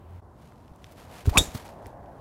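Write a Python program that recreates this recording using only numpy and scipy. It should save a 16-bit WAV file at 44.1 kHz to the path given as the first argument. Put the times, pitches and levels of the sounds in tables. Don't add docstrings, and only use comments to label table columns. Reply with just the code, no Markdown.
import sys
import numpy as np
from scipy import signal
from scipy.fft import rfft, irfft
from scipy.io import wavfile
from scipy.ndimage import uniform_filter1d

SR = 44100
rng = np.random.default_rng(int(sys.argv[2]) if len(sys.argv) > 2 else 0)


def persist_wave(psi):
    counts = np.round(np.clip(psi, -1, 1) * 32767).astype(np.int16)
    wavfile.write(sys.argv[1], SR, np.atleast_2d(counts).T)


N = 97284
T = np.arange(N) / SR
HIT_S = 1.3725


def amp(db):
    return 10 ** (np.asarray(db) / 20)


def unit(x):
    return x / np.sqrt(np.mean(x ** 2) + 1e-20)


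def curve(points, column=1):
    rows = np.array(points)
    return np.interp(T, rows[:, 0], rows[:, column])


def noise(spectrum):
    hz, db = np.transpose(spectrum)
    f = np.fft.rfftfreq(N, 1 / SR)
    colour = amp(np.interp(np.log(f + 1), np.log(hz + 1), db))
    rumble_cut = f ** 2 / (f ** 2 + 25 ** 2)
    return unit(irfft(rfft(rng.standard_normal(N)) * colour * rumble_cut, N))


def whistle(hz, width_hz):
    pole = np.exp(-np.pi * width_hz / SR)
    slow = rng.standard_normal(N) + 1j * rng.standard_normal(N)
    for _ in range(2):
        slow = signal.lfilter([1 - pole], [1, -pole], slow)
    steadier = slow / np.sqrt(abs(slow) + 1e-12)
    carrier = np.exp(2j * np.pi * np.cumsum(hz * np.ones(N)) / SR)
    return unit((steadier * carrier).real)


def envelope(start, rise, hold, t60):
    t = T - start
    attack = np.sin(np.pi / 2 * np.clip(t / rise, 0, 1)) ** 2
    return attack * amp(-60 * np.maximum(t - hold, 0) / t60)


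# frequency in Hz, relative level in dB per Hz.
AIR_COLOUR = [(15, -32), (25, -10), (64, 6.5), (92, 5), (180, -3), (223, -3), (439, -10.5), (489, -12),
              (560, -21), (1020, -11), (2280, -41), (11300, -45), (16000, -52)]
# frequency in Hz, relative level in dB per Hz.
ROAR_COLOUR = [(100, 0), (400, -6), (560, 0), (720, 1), (1000, -5.5), (1250, -18), (1550, -17.5),
               (2000, -24.5), (2600, -40), (6000, -58), (16000, -47.5)]
# time in seconds, level in dB.
ROAR_SWELL = [(0, -57.5), (.85, -58.5), (1.1, -50), (1.25, -54.5), (1.6, -48), (1.8, -46), (2, -46.5),
              (2.2, -48)]
# frequency in Hz, relative level in dB per Hz.
HISS_COLOUR = [(200, -1), (1500, -0.5), (3000, -6), (6000, -27), (16000, -18)]
AIR_DB, HISS_DB = -51.5, -67.5
HUM_HZ, HUM_DB, HUM_WIDTH_HZ = 88.8, -46, 5.1
DIP_S, DIP_DB, DIP_HALF_S = 0.211, -21.5, 0.0061


def outdoors():
    hum = amp(HUM_DB) * whistle(HUM_HZ, HUM_WIDTH_HZ)
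    hiss = amp(HISS_DB) * noise(HISS_COLOUR)
    air = amp(AIR_DB) * noise(AIR_COLOUR)
    roar = amp(curve(ROAR_SWELL)) * noise(ROAR_COLOUR)
    opening_only = np.clip((DIP_S - T) / DIP_HALF_S, 0, 1)
    dip = amp(DIP_DB * np.exp(-((T - DIP_S) / DIP_HALF_S) ** 2))
    return (air + roar + (hum + hiss) * opening_only) * dip


# frequency in Hz, relative level in dB per Hz.
SCATTER_COLOUR = [(60, 12), (250, 11), (650, 7.5), (1500, -4.5), (2800, -12), (3600, 4), (4500, -5.5),
                  (6300, 3), (7500, 6), (7900, -10.5), (10300, -4.5), (16000, -16.5)]
SCATTER_DB, SCATTER_RISE_S, SCATTER_T60_S = -27, .015, .26
ECHO_S, ECHO_DB, ECHO_T60_S, ECHO_LOW_HZ = 0.034, -24.5, 0.223, 5850


def surroundings(hit):
    sparse = rng.random(N) < 2000 / SR
    taps = rng.standard_normal(N) * sparse * envelope(ECHO_S, 0.0067, 0, ECHO_T60_S)
    echo = signal.fftconvolve(hit, taps / np.linalg.norm(taps))[:N]
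    echo = signal.sosfilt(signal.butter(4, ECHO_LOW_HZ, "high", fs=SR, output="sos"), echo)
    scatter = envelope(HIT_S, SCATTER_RISE_S, SCATTER_RISE_S, SCATTER_T60_S) * noise(SCATTER_COLOUR)
    return amp(ECHO_DB) * echo + amp(SCATTER_DB) * scatter


# time in seconds, level in dB.
RUSTLE_LEVEL = [(0, -83), (.17, -66.5), (.23, -86), (.34, -76.5), (.42, -61), (.48, -63.5), (.55, -67.5),
                (.77, -69), (.87, -58.5), (.95, -62.5), (.99, -52), (1.08, -58.5), (1.15, -48.5),
                (1.21, -48.5), (1.24, -62.5), (1.27, -45.5), (1.32, -48), (1.37, -39.5), (1.52, -50.5),
                (1.6, -49), (1.63, -54.5), (1.66, -50.5), (1.78, -67), (1.87, -59), (1.95, -73.5),
                (2.2, -69)]
# frequency in Hz, relative level in dB per Hz.
CLOTH_COLOUR = [(150, 10.5), (900, 7), (2300, 3.5), (4500, -2), (8000, -6.5), (13000, -8), (16000, -18.5)]
# centre in seconds, peak level in dB, half length in seconds.
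SCUFF_EVENTS = [(0.1, -72, 0.0099), (0.924, -55, 0.01), (1.264, -43, 0.0087), (1.298, -40, 0.0055),
                (1.554, -39, 0.012), (1.574, -43.5, 0.007)]
# frequency in Hz, relative level in dB per Hz.
SCUFF_COLOUR = [(150, 1), (800, 7), (1400, 9), (2300, 5), (4500, 4), (8000, 0.5), (13000, -1),
                (16000, -0.5)]
GRAIN_DB, GRAIN_S = 2, 0.0046


def clothes():
    scuff_level = sum(amp(db) * np.exp(-((T - s) / half_s) ** 2) for s, db, half_s in SCUFF_EVENTS)
    flutter = unit(uniform_filter1d(rng.standard_normal(N), max(int(GRAIN_S * SR), 1)))
    grain = unit(amp(GRAIN_DB * flutter))
    rustle = amp(curve(RUSTLE_LEVEL)) * noise(CLOTH_COLOUR)
    return grain * (rustle + scuff_level * noise(SCUFF_COLOUR))


# start in seconds, peak level in dB, centre in Hz.
TICK_EVENTS = [(0.5222, -45, 1150), (.559, -52.5, 3470), (.681, -49, 3150), (0.7609, -47, 8700),
               (.8434, -31, 3180), (1.2568, -29, 1200), (1.257, -36, 7000), (1.268, -39, 7040),
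               (1.2935, -30, 900), (1.652, -41, 9000), (1.6805, -40, 4770), (1.8597, -38.5, 2030),
               (1.86, -41, 6330), (1.868, -32.5, 13100), (2.06, -52, 3000)]
TICK_DECAY_S = 0.00076
TICK_SPREAD, TICK_SOFTEN = 0.46, 0.93


def ticks():
    out, f = np.zeros(N), np.fft.rfftfreq(N, 1 / SR)
    for start, db, hz in TICK_EVENTS:
        decay = (T >= start) * np.exp(-abs(T - start) / TICK_DECAY_S)
        snap = 0.17 * rng.standard_normal(N) * decay
        snap[round(start * SR)] += 1
        s = 1j * f / hz
        resonance = s / (s * s + TICK_SPREAD * s + 1) / (1 + TICK_SOFTEN * s)
        snap = irfft(rfft(snap) * resonance, N)
        out += amp(db) * snap / abs(snap).max()
    return out


# start in seconds, peak of the swell in dB, first pitch in Hz,
# pitch it settles toward in Hz, time to the peak in seconds, puff level in dB.
BUMP_EVENTS = [(0.715, -37.5, 90, 65, 0.0033, -68), (1.2563, -25, 149, 59.4, 0.0034, -31.5),
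               (1.2732, -8.5, 184, 78, 0.009, -28.5), (1.309, -23.5, 60, 40, 0.0088, -44.5),
               (1.3748, -14.5, 328.5, 52, 0.0098, -42), (1.404, -19.5, 90, 65, .008, -30.5),
               (1.477, -33.5, 60, 52, 0.01, -62), (1.547, -23, 300, 93, 0.0067, -31.5),
               (1.862, -36, 124, 80.4, 0.0067, -43)]
# frequency in Hz, relative level in dB per Hz.
PUFF_COLOUR = [(60, -8), (200, 4.5), (330, 2.5), (520, -9.5), (900, -28), (3000, -47.5), (16000, -69)]
BUMP_SAG_S = 0.0034
PUFF_SHARE = .6


def bumps():
    out, air = np.zeros(N), noise(PUFF_COLOUR)
    for start, db, first_hz, final_hz, swell_s, puff_db in BUMP_EVENTS:
        t = np.maximum(T - start, 0)
        sag = (first_hz - final_hz) * BUMP_SAG_S * (1 - np.exp(-t / BUMP_SAG_S))
        cycles = np.sin(2 * np.pi * (final_hz * t + sag))
        u, quick = t / swell_s, t / (swell_s * PUFF_SHARE)
        thump = amp(db) * u * np.exp((1 - u ** 2) / 2) * cycles
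        puff = amp(puff_db) * quick * np.exp(1 - quick) * air
        out += puff - thump
    return out


# time in seconds, vortex tone in Hz, level of that tone in dB.
SWING_PATH = [(1.315, 561.8, -57.5), (1.337, 814.5, -37.5), (1.35, 1003, -37.5), (1.359, 1148, -25),
              (1.372, 1114, -28), (1.39, 897, -38.5), (1.43, 613, -52), (1.5, 446, -73)]
# frequency in Hz, relative level in dB per Hz.
WAKE_COLOUR = [(40, 3.5), (150, 1.5), (450, 0), (950, -0.5), (1400, -15.5), (4000, -28.5), (16000, -43.5)]
SWING_WIDTH_HZ, SHAFT_WIDTH_HZ, SHAFT_RATIO = 140, 221, .69
SHAFT_DB, WAKE_DB = -3.5, -3


def whoosh():
    hz, level = curve(SWING_PATH), amp(curve(SWING_PATH, column=2))
    fast = (T > SWING_PATH[0][0]) & (T < SWING_PATH[-1][0])
    head_tone = whistle(hz, SWING_WIDTH_HZ)
    shaft_tone = amp(SHAFT_DB) * whistle(hz * SHAFT_RATIO, SHAFT_WIDTH_HZ)
    wake = amp(WAKE_DB) * noise(WAKE_COLOUR)
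    return fast * level * (head_tone + shaft_tone + wake)


# pitch in Hz, level in dB, length in seconds.
BALL_POP = (2420, -4.5, 0.0031)
# frequency in Hz, relative level in dB per Hz.
KNOCK_COLOUR = [(100, -1), (330, 5.5), (560, -1), (850, -3), (1200, 3), (1700, -7), (2900, 0.5),
                (4000, -13.5), (8000, -16), (16000, -30.5)]
# pitch before the glide in Hz, level in dB, 60 dB decay time in seconds,
# rise in seconds.
HEAD_MODES = [(2327, -17, 0.032, 0.0012), (3366, -22, .05, 0.019), (3520, -13.5, 0.05, 0.01),
              (3680, -13, 0.099, 0.0087), (4410, -29, 0.0548, 0.0069), (5410, -28, .04, 0.011),
              (5740, -24, .04, .005), (6730, -20, 0.037, .004), (6942, -16.5, 0.031, 0.0036),
              (7110, -19, .04, 0.0028), (7550, -24, 0.13, .004), (8200, -15, 0.03645, 0.0025),
              (8740, -26, .04, 0.012), (9360, -27, 0.0597, .005), (10620, -22.5, 0.023, 0.0023)]
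# frequency in Hz, relative level in dB per Hz.
CRACK_COLOUR = [(60, -6.5), (250, 2.5), (600, -2.5), (1150, -1), (1750, -11), (2800, -4.5), (4500, -8),
                (7500, -0.5), (10500, -3.5), (13000, -12), (16000, -10)]
KNOCK_DB, KNOCK_HOLD_S, KNOCK_T60_S = -10, .0045, 0.014
CRACK_DB, CRACK_RISE_S, CRACK_HOLD_S, CRACK_T60_S = -17.5, .004, 0.0094, 0.044
CONTACT_S = 0.0028
GLIDE, GLIDE_MID_S, GLIDE_TURN_S = .023, .021, .006


def strike():
    t, free = np.maximum(T - HIT_S, 0), HIT_S + CONTACT_S
    pop_hz, pop_db, pop_s = BALL_POP
    pop_shape = np.sqrt(np.abs(np.sin(np.pi * np.minimum(t / pop_s, 1))))
    pop = amp(pop_db) * pop_shape * np.sin(2 * np.pi * pop_hz * t)
    knock = amp(KNOCK_DB) * envelope(HIT_S, 0.00033, KNOCK_HOLD_S, KNOCK_T60_S) * noise(KNOCK_COLOUR)
    pitch_ratio = 1 + GLIDE / (1 + np.exp((GLIDE_MID_S - t) / GLIDE_TURN_S))
    glided_s = np.cumsum((t > 0) * pitch_ratio) / SR
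    ring = np.zeros(N)
    for hz, db, t60, rise in HEAD_MODES:
        mode = np.sin(2 * np.pi * (hz * glided_s + rng.random()))
        ring += amp(db) * envelope(free, rise, rise, t60) * mode
    crack = amp(CRACK_DB) * envelope(free, CRACK_RISE_S, CRACK_HOLD_S, CRACK_T60_S) * noise(CRACK_COLOUR)
    return pop + knock + ring + crack


def scene():
    hit = strike()
    background = outdoors() + surroundings(hit)
    body = clothes() + ticks() + bumps()
    return (background + body + whoosh() + hit)[None]


CEILING = 0.47
EDGE_HZ = 15850


def record(dry):
    held = dry / (1 + (dry / CEILING) ** 4) ** (1 / 4)
    low_pass = signal.firwin(511, EDGE_HZ, window=("kaiser", 9), fs=SR)
    return signal.oaconvolve(held, low_pass[None], "same")


dry = scene()
out = record(dry)
persist_wave(out)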